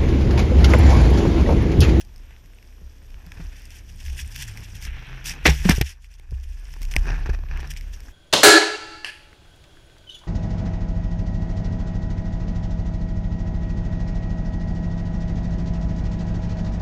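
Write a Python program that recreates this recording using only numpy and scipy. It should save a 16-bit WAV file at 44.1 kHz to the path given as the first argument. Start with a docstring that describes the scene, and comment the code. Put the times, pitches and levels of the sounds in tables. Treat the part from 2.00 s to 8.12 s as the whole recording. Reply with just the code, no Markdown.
"""A snowboard carves through deep powder: grains and noise hiss and churn, muffled by a camera's sealed case.
Thrown crystals patter on the case as clumped clicks; lumps of snow burst on it in rough noise,
the mount thumps in sagging sines, and icy bits tick the ringing wall. The hand-held pole hums in two bending modes,
wind buffets the case with eddies and broad noise, and the camera adds a faint whine and self-noise.
Table levels are fader moves; each layer adds its own trim."""
import sys
import numpy as np
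from scipy import signal
from scipy.fft import rfft, irfft, next_fast_len
from scipy.io import wavfile
from scipy.ndimage import uniform_filter1d, map_coordinates

SR = 44100
rng = np.random.default_rng(int(sys.argv[2]) if len(sys.argv) > 2 else 0)


def int16_out(signal):
    """Quantize to a 16-bit WAV file."""
    q = np.round(np.clip(np.atleast_2d(signal).T, -1, 1) * 32767)
    wavfile.write(sys.argv[1], SR, q.astype(np.int16))


def attenuation_scalar(level_db):
    """Turn a level in dB into a linear amplitude multiplier (20 dB per decade)."""
    decades = np.asarray(level_db, float) / 20
    return 10 ** decades


N = 269892


def unit(x):
    """Scale to rms 1."""
    return x / np.sqrt(np.mean(x ** 2) + 1e-20)


def curves(rows):
    """One value per sample for each column after the time."""
    s, *cols = np.transpose(rows)
    return [np.interp(np.arange(N) / SR, s, c) for c in cols]


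def wobble(rate):
    """A smooth random curve, rate knots a second."""
    knots = rng.standard_normal(int(N * rate / SR) + 4)
    return map_coordinates(knots, [np.arange(N) * rate / SR])


def filtered(x, response):
    """x times a complex response of frequency."""
    m = next_fast_len(len(x) + 8192)
    return irfft(rfft(x, m) * response(np.fft.rfftfreq(m, 1 / SR)), m)[:len(x)]


def coloured(x, spectrum):
    """x through (f/Hz, level/dB) points joined on a log frequency axis, at rms 1."""
    f, db = np.transpose(spectrum)

    def response(hz):
        return attenuation_scalar(np.interp(np.log(hz + 1), np.log(f + 1), db, -120, -120))

    return unit(filtered(x, response))


def resonance(f, centre, width):
    """Response of two equal bandpass resonances in a row."""
    return (1j * f * width / (centre * centre - f * f + 1j * f * width)) ** 2


def grit(per_second, spread_db):
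    """Random tiny impacts of either sign, some bigger than the rest."""
    hit, size, sign = rng.random((3, N))
    height = attenuation_scalar(-spread_db * np.log(size + .01))
    return (hit < per_second / SR) * height * np.sign(sign - .5)


def fading(t, rise, t60):
    """Envelope of a blow: a quick rise and an exponential decay, both in seconds."""
    return attenuation_scalar(-60 * t / max(t60, .002)) * (1 - np.exp(-t / max(rise, 1e-4)))


def patches(x, depth_db):
    """Random louder and softer spots, about 1.5 kHz by 15 ms."""
    z = signal.stft(x, nperseg=256)[2]
    field = uniform_filter1d(rng.standard_normal(z.shape), size=9, axis=0)
    field = uniform_filter1d(field, size=5, axis=1)
    return unit(signal.istft(z * attenuation_scalar(depth_db * unit(field)), nperseg=256)[1][:N])


def swells(start, length, db, rise, fall, dome_db):
    """Gain of swells that climb at rise dB/s, arch by dome_db over their length and sink at fall dB/s."""
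    late = np.arange(0, N + 32, 32)[None] / SR - np.asarray(start)[:, None]  # every 32 samples
    span = np.abs(length)[:, None] + 1e-3
    arch_db = -dome_db * np.clip(2 * late / span - 1, -1, 1) ** 2
    shape_db = arch_db + np.minimum(rise * late, 0) + np.minimum(fall * (span - late), 0)
    power = np.sum(attenuation_scalar(2 * (np.asarray(db)[:, None] + shape_db)), axis=0)
    return np.sqrt(np.interp(np.arange(N) / 32, np.arange(len(power)), power))


# the board ploughing snow: [t/s, hiss level/dB, low churn level/dB]
BOARD_MOVES = [(0, -75, -68), (.33, -56.5, -66.5), (.46, -81, -70), (1.0, -84, -70.5), (1.4, -65, -54.5),
               (1.55, -55.5, -64.5), (1.78, -56, -66), (1.9, -80, -68), (2.4, -67, -61), (2.5, -48, -55.5),
               (2.73, -57, -62.5), (2.86, -44.5, -58.5), (3.1, -46.5, -50.5), (3.8, -47, -52),
               (3.9, -53, -64), (3.97, -70.5, -71.5), (4.3, -70.5, -68), (4.7, -58, -64), (4.9, -62, -59.5),
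               (5.09, -48.5, -41), (5.3, -51.5, -49), (5.4, -73, -60), (5.47, -67, -56.5), (5.52, -52, -45),
               (5.66, -51, -49), (5.7, -51, -64), (6.12, -69, -60.5)]
# colour of the fine hiss under the edge: [f/Hz, level/dB]
HISS_COLOUR = [(760, -46), (1300, -6), (1580, -1.5), (1780, 0), (2670, 1.5), (4200, -13.5), (4750, -32.5),
               (5630, -13.5), (6300, -30), (9000, -38.5), (11700, -73), (19800, -120)]
# colour of heavy churned snow, also of a wet squash: [f/Hz, level/dB]
CHURN_COLOUR = [(150, -15.5), (250, 1), (346, 1), (544, -8), (829, -1), (1300, -5.5), (1720, 2.5),
                (2120, -12), (2490, -2.5), (3280, -23.5), (5880, -13.5), (7750, -42.5), (12000, -46.5),
                (15600, -68), (22000, -120)]


def board():
    """Crushed powder: dense grains on noise, throbbing as the edge bites; the low churn crumbles coarsely."""
    hiss_db, churn_db = curves(BOARD_MOVES)
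    bite = wobble(21.54)
    grains = rng.standard_normal(N) + .5 * unit(grit(1800, 4))
    hiss = coloured(patches(grains, 1.9), HISS_COLOUR)
    crumbs = rng.standard_normal(N) + 1.6 * unit(grit(380, 3.6))
    churn = coloured(patches(crumbs, 2.7), CHURN_COLOUR)
    hiss_throb_db = 1.1 * bite + 0.89 * wobble(70)
    churn_throb_db = .9 * bite + 2.3 * wobble(65)
    return attenuation_scalar(hiss_db - 3.0 + hiss_throb_db) * hiss + attenuation_scalar(churn_db + 2.0 + churn_throb_db) * churn


# fine crystals always drifting onto the case: [t/s, patter level/dB]
DRIFT_MOVES = [(0, -73.5), (1.15, -72.5), (1.5, -64), (1.85, -69), (2.05, -57.5), (2.85, -63), (2.9, -71),
               (3.42, -72), (3.5, -44.5), (3.78, -61.5), (3.82, -58.5), (3.97, -77), (4.3, -77),
               (4.45, -68), (4.9, -63), (5.1, -61.5), (5.44, -90), (5.65, -70), (6.12, -68.5)]
# sheets of thrown crystals sweeping the case: [start t/s, length t/s, patter level/dB]
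SHEET_SWELLS = [(0.009, 0.0058, -50), (1.39, 0.053, -67), (1.557, 0.043, -62), (1.71, 0.082, -55.5),
                (1.893, 0.012, -59), (2.001, 0.0072, -55), (2.045, 0.053, -53), (2.171, 0.047, -45),
                (2.306, 0.028, -51), (2.349, 0.033, -46.5), (2.389, 0.057, -43.5), (2.471, 0.026, -49.5),
                (2.572, 0.024, -57), (2.63, 0.021, -54), (2.74, 0.031, -55.5), (2.816, 0.057, -50.5),
                (3.256, 0.06, -38), (3.335, 0.019, -56), (3.463, 0.0083, -23.5), (3.487, .02, -39),
                (3.65, 0.044, -45.5), (3.697, 0.024, -31.5), (3.74, 0.041, -42), (3.853, 0.068, -49),
                (4.02, 0.044, -65), (4.112, 0.041, -66), (4.185, 0.0062, -65.5), (4.313, 0.038, -67),
                (4.432, 0.012, -59.5), (4.707, .04, -62.5), (4.821, .02, -54), (4.982, 0.012, -55),
                (5.595, 0.0095, -70), (5.705, 0.012, -45), (5.77, 0.0066, -47.5), (5.82, 0.028, -67),
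                (5.931, .02, -54), (6.025, 0.043, -64), (6.08, 0.029, -73)]
# colour of crystals on the case: [f/Hz, level/dB]
PATTER_COLOUR = [(530, -40), (900, -12.5), (1260, -22), (1660, -1), (2190, -4), (2500, 0.5), (3510, -3),
                 (3910, -12), (5750, 1), (6250, -5), (7960, -10.5), (13700, -15), (15400, -24.5),
                 (16000, -70)]
# resonances of the case wall, low to high: [f/Hz, width f/Hz, level/dB]
CASE_MODES = [(830, 840, 0), (2200, 1260, 7.5), (5230, 1270, 9.5), (8940, 1500, 2.5), (12040, 2700, 0)]
# how fast a sheet arrives and thins out (dB/s), and how far its edges lie under its crown (dB)
SHEET_RISE, SHEET_FALL, SHEET_DOME_DB = 1540, 1010, 3.5
# bigger crystals: (per second and resonance, dB against the drift fader, dB per kHz of resonance)
CRACKLE_PER_S, CRACKLE_DB, CRACKLE_TILT = 20, 1, -1.2


def spray():
    """Crystals click in clumps, as drift and sheets coloured by the case; bigger strays ring one wall mode each."""
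    drift = attenuation_scalar(curves(DRIFT_MOVES)[0])
    sheets = swells(*np.transpose(SHEET_SWELLS), SHEET_RISE, SHEET_FALL, SHEET_DOME_DB)
    level = np.hypot(drift, sheets)
    rain = patches(1.1 * rng.standard_normal(N) + unit(grit(4000, 4.5)), 2)
    clumps_db = 1.4 * wobble(70) + 1.1 * wobble(250)
    crackle = np.zeros(N)
    for hz, width, _ in CASE_MODES[1:]:
        ringing = filtered(grit(CRACKLE_PER_S, 3.5), lambda f: resonance(f, hz, width))
        crackle += attenuation_scalar(CRACKLE_TILT * hz / 1e3) * ringing
    patter = level * attenuation_scalar(7.0 + clumps_db) * coloured(rain, PATTER_COLOUR)
    return patter + drift * attenuation_scalar(CRACKLE_DB) * unit(crackle)


# lumps of snow bursting on the case or crushed under the pole:
# [t/s, level/dB, treble level/dB against the lump, t60 t/s, wetness 0-1]
SNOW_LUMPS = [(1.269, -42, -26, 0.054, 0.5), (1.369, -36, -17, .06, 0.54), (1.399, -36, -22, 0.15, .62),
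              (3.453, -0.5, -36, 0.15, 0.34), (3.644, -21.5, -8, 0.22, 0.52), (3.688, -8, -18, 0.091, 0.4),
              (3.704, -9, -26, 0.091, 0.4), (3.811, -5, -6, .029, 0.13), (4.911, -31.5, 11.5, 0.045, 0.3),
              (5.066, -23.5, -33, .086, 0.9), (5.076, -35, -27, .053, 0.6), (5.097, -22, -34, 0.055, 0.67),
              (5.116, -27, -32, 0.055, 0.91), (5.14, -30, -25, 0.088, 0.35), (5.204, -33, -30, 0.033, .8),
              (5.259, -22, -15, 0.051, 1), (5.292, -19, -13, 0.043, 1), (5.331, -27.5, -10.5, .086, 0.72),
              (5.601, -28, 0, 0.041, 0.34)]
# colour of a dry crunch: [f/Hz, level/dB]
CRUNCH_COLOUR = [(150, -14), (250, -1), (618, -10.5), (845, -5), (1070, -26), (1740, -5), (2040, -2.5),
                 (4000, -12.5), (5200, -21), (8800, -120)]
SPLAT_RISE_S = 0.003


def splats():
    """A lump shatters in a short rough rush: dry crunch or heavy squash, and the bright scatter of its crystals."""
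    level, t = np.zeros((3, N + SR)), np.arange(SR // 4) / SR
    for s, db, treble_db, t60, wet in SNOW_LUMPS:
        wet = np.clip(wet, 0, 1)
        blend = np.array([[1 - wet], [wet], [attenuation_scalar(treble_db - 5.0)]])
        level[:, round(s * SR):][:, :len(t)] += attenuation_scalar(db - 3.5) * blend * fading(t, SPLAT_RISE_S, t60)

    def rough():
        return rng.standard_normal(N) + 1.1 * unit(grit(700, 5))

    crunch = coloured(rough(), CRUNCH_COLOUR)
    squash = coloured(rough(), CHURN_COLOUR)
    scatter = coloured(rng.standard_normal(N), PATTER_COLOUR)
    scatter = filtered(scatter, lambda hz: hz ** 4 / (hz ** 4 + 1400.0 ** 4))  # keep the treble
    return attenuation_scalar(0.98 * wobble(180)) * np.sum(level[:, :N] * [crunch, squash, scatter], axis=0)


# thumps into the mount: [t/s, level/dB, settled pitch f/Hz, t60 t/s, slap level/dB against the body]
MOUNT_THUMPS = [(0.814, -40.5, 151, 0.065, 4), (1.063, -48, 90.5, 0.066, 3), (1.266, -39, 156.3, 0.13, 1),
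                (1.372, -34, 92, 0.11, -10), (1.397, -31.5, 151.4, 0.14, 2), (1.492, -41, 91.5, 0.045, 5),
                (3.452, -36, 113, 0.09, 0), (3.483, -14, 144.4, 0.19, 8), (3.654, -8.5, 168, 0.12, 0.5),
                (3.695, -2.5, 158, 0.058, 1.5), (3.781, -9.5, 99, 0.031, -5), (3.812, -6, 101.7, 0.034, -6),
                (4.196, -43, 93, 0.036, -3), (4.321, -24, 91.5, 0.097, -5), (4.813, -39, 91.5, 0.064, 9.5),
                (4.963, -11, 105.6, 0.022, -3.5), (5.099, -23.5, 91.5, 0.11, -13),
                (5.26, -33, 99, 0.072, 9.5), (5.291, -16, 103, 0.038, 3), (5.437, -31, 92, 0.07, -6)]


def thumps():
    """The mount gives a few dull cycles whose pitch sags, under a brief low slap."""
    out, t = np.zeros(N + SR), np.arange(SR // 3) / SR
    for s, db, hz, t60, slap_db in MOUNT_THUMPS:
        sag = t + 0.0042 * (1 - np.exp(-t / 0.029))  # starts about 14 % sharp
        body = fading(t, 0.0012, t60) * np.sin(2 * np.pi * hz * sag)
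        slap_tone = np.sin(2 * np.pi * rng.uniform(200, 416) * t)
        slap = attenuation_scalar(slap_db) * fading(t, 0.0022, 0.016) * slap_tone
        out[round(s * SR):][:len(t)] += attenuation_scalar(db + 2) * (body + slap)
    return out[:N]


# single icy bits striking the case: [t/s, level/dB, low knock level/dB, high snap level/dB]
ICE_TICKS = [(.0497, -46.5, -9, -1), (.161, -44, -11, -3), (.18, -43.5, 2, -8), (.308, -40.5, -3, -20),
             (.364, -38.5, -18, -26), (.4589, -45.5, -13, -7), (.586, -40, -20, -20), (.627, -41, -20, -12),
             (1.1048, -41, -25, -11.5), (1.1433, -36, -18, -20), (1.2022, -48, 5, -22),
             (1.265, -48.5, -1, 1), (1.3195, -29, -21, -13), (1.4003, -43, 1, -15), (1.62, -54, -30, 7),
             (1.655, -46, -30, 5), (1.7055, -39.5, -23, -1.5), (2.3616, -21, -32, -7.5),
             (2.574, -25, -18, -13.5), (2.825, -26.5, -10, -6), (2.8519, -23, -17, -10.5),
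             (3.244, -42, -25, 3), (3.307, -26, -25, -8), (3.6951, -4, -38, -6.5), (3.8132, -19, -12, 0.5),
             (4.0445, -38, -23, -12.5), (4.1401, -46.5, -29.5, -4.5), (4.1975, -34.5, -1.5, -11.5),
             (4.309, -41.5, -5, -5.5), (4.7388, -30.5, -6, -11), (4.8183, -28, -1, -9),
             (4.8308, -31.5, -19, -1.5), (4.8519, -33, -32, -2.5), (4.9385, -18, -25, -15),
             (4.958, -39, 5, 5), (4.9644, -6, -6, -11), (5.437, -44, 18, -24), (5.4874, -36.5, -10, -22),
             (5.574, -26, -20, -20), (5.6746, -40.5, -17, -0.5), (5.706, -34, -27, 1),
             (5.7374, -33.5, -11, -9), (5.7649, -23, -14, -30), (5.8105, -33, -21.5, -8.5),
             (6.0046, -35, -9, -4)]
TICK_T60_S = .007


def ticks():
    """A bit of ice gives a crack that rings the wall; heavy bits knock low, light ones snap high."""
    out, t = np.zeros(N + SR), np.arange(SR // 20) / SR
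    for s, db, knock_db, snap_db in ICE_TICKS:
        mode_db = [knock_db + 6, 0, *[snap_db + 5] * 3]
        gains = attenuation_scalar(mode_db + rng.normal(0, 1.5, len(CASE_MODES)))

        def wall(f):
            return sum(g * attenuation_scalar(d) * resonance(f, hz, width) for g, (hz, width, d) in zip(gains, CASE_MODES))

        crack = 0.24 * fading(t, 0.000097, TICK_T60_S) * rng.standard_normal(len(t))
        crack[0] = 1  # one clean blow, then crumbs
        out[round(s * SR):][:len(t)] += attenuation_scalar(db + 11.5) * filtered(crack, wall)
    return out[:N]


# steady shaking of the pole by hand and wind: [t/s, low mode level/dB, high mode level/dB]
SHAKE_MOVES = [(0, -41, -45.5), (.6, -47.5, -51), (1.3, -44.5, -46), (1.7, -43.5, -48), (2.3, -38.5, -38.5),
               (3.1, -45.5, -49), (3.8, -38, -38), (3.95, -48, -50), (4.27, -42, -50.5), (4.4, -38, -35.5),
               (4.72, -34.5, -46.5), (5.1, -21, -37.5), (5.6, -32, -33.5), (5.78, -32.5, -41.5),
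               (6.12, -39, -44)]
# jolts that swing the pole harder: [t/s, length t/s, low mode level/dB, high mode level/dB]
POLE_JOLTS = [(0.15, 0.1, -44.5, -63), (0.839, 0.032, -37, -41), (1.136, 0.034, -35, -62),
              (1.438, 0.042, -33.5, -34.5), (2.06, 0.077, -35, -28.5), (2.23, .03, -38, -31.5),
              (2.851, 0.12, -34, -33), (3.134, 0.019, -36, -55), (3.271, 0.031, -34.5, -38),
              (3.489, 0.013, -24.5, -11.5), (3.598, 0.014, -21.5, -29), (3.703, 0.024, -18, -15.5),
              (3.818, 0.019, -36, -22.5), (4.33, 0.032, -36, -26.5), (4.484, 0.051, -33.5, -43),
              (4.878, 0.013, -21, -38), (4.974, 0.03, -12.5, -25.5), (5.302, 0.025, -26, -24),
              (5.52, .06, -26.5, -34), (5.875, 0.084, -35.5, -36.5)]
# the pole's bending modes: [f/Hz, width f/Hz]
POLE_MODES = [(34, 11.1), (65, 9.4)]
# how fast a jolt builds and dies, low mode and high mode (dB/s)
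JOLT_RISE, JOLT_FALL = (180, 440), (230, 300)
JOLT_DOME_DB = 1.5  # how far a jolt's edges lie under its crown


def pole():
    """Random shaking and jolts ring each bending mode; the swings are kept fairly even."""
    out = np.zeros(N)
    s, length, *jolt_db = np.transpose(POLE_JOLTS)
    modes = zip(curves(SHAKE_MOVES), jolt_db, JOLT_RISE, JOLT_FALL, POLE_MODES)
    for shake_db, db, rise, fall, (hz, width) in modes:
        swing = unit(filtered(rng.standard_normal(N), lambda f: np.exp(-((f - hz) / width) ** 2)))
        size = np.abs(signal.hilbert(swing, next_fast_len(N)))[:N]
        even_swing = unit(swing / (size + 1.1))
        jolts = swells(s, length, db, rise, fall, JOLT_DOME_DB)
        out += np.hypot(attenuation_scalar(shake_db), jolts) * even_swing
    return out


# wind on the case; eddy shedding follows air speed: [t/s, buffet level/dB, shedding f/Hz]
WIND_MOVES = [(0, -53.5, 105.5), (.7, -60, 101), (1.33, -52, 98.6), (1.7, -56.5, 96.2), (1.94, -46.5, 100),
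              (2.35, -43, 121), (2.55, -42.5, 104.3), (2.8, -43, 91.4), (3.25, -44.5, 132.2),
              (3.65, -43, 126.3), (3.87, -60, 123), (4.14, -65, 117.7), (4.5, -59.5, 110.6),
              (4.94, -48.5, 140.4), (5.11, -32.5, 152.2), (5.19, -39, 135.6), (5.32, -49.5, 120),
              (5.69, -43.5, 139.7), (5.85, -55.5, 138.5), (6.12, -60.5, 141)]


def wind():
    """Eddies shed off the case at a rate that follows speed, over broad buffeting with small low knocks."""
    db, hz = curves(WIND_MOVES)
    shedding_hz = hz * (1 + .07 * wobble(25))
    eddies = attenuation_scalar(3 * wobble(25)) * np.sin(2 * np.pi * np.cumsum(shedding_hz) / SR)
    gusts = rng.standard_normal(N) + .6 * unit(grit(29, 1.3))
    broad = coloured(gusts, [(60, -27.0), (90, -4.5), (140, 8.0), (220, -3.0), (450, -36.5)])
    return attenuation_scalar(db - 1) * unit(eddies) + attenuation_scalar(db - 8.5 + 2.5 * wobble(25)) * broad


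# faint electronic whine, overtones of the sensor's line clock:
# [multiple, rms level/dB, before the gain in NOISE_GAIN]
WHINE_OVERTONES = [(3, -89), (4, -79), (5, -83)]
# colour of the self-noise: [f/Hz, level/dB]
SELF_NOISE_COLOUR = [(120, -39), (200, 5.5), (1160, -12), (3370, -12), (4350, -20), (5630, -13),
                     (10500, -37), (11700, -38), (15100, -30), (16000, -58)]
# the recorder's automatic gain sinks after the loudest blows and recovers,
# drawn here as a set curve on whine and self-noise alone: [t/s, level/dB]
NOISE_GAIN = [(3.45, 5), (3.9, -12), (4.3, -6), (4.9, 7)]
LINE_HZ, FRAME_HZ = 2926.4, 29.97


def camera():
    """Self-noise, and a whine of sines that restarts with every picture frame."""
    in_frame = np.arange(N) / SR % (1 / FRAME_HZ)
    whine = np.zeros(N)
    for k, db in WHINE_OVERTONES:
        whine += attenuation_scalar(db + 3) * np.sin(2 * np.pi * k * LINE_HZ * in_frame)  # +3 dB: rms to peak
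    self_noise = attenuation_scalar(-65.5) * coloured(rng.standard_normal(N), SELF_NOISE_COLOUR)
    return attenuation_scalar(curves(NOISE_GAIN)[0]) * (whine + self_noise)


def scene():
    """All layers sum at one microphone in the case."""
    moving = board() + spray() + splats() + thumps() + ticks()
    return (moving + pole() + wind() + camera())[None]


def low_pass(x):
    """Removes everything above the highest recorded frequency."""
    return signal.sosfilt(signal.butter(12, 16550, fs=SR, output="sos"), x)


TOP_HZ = 15300  # treble roll-off of the input


def record(dry):
    """The input saturates softly near full scale and rolls off steeply at the top."""
    soft = dry[0] / (1 + np.abs(dry[0]) ** 6) ** (1 / 6)
    wet = filtered(soft, lambda hz: 1 / np.sqrt(1 + (hz / TOP_HZ) ** 60))[None]
    return low_pass(wet)


dry = scene()
out = record(dry)
int16_out(out)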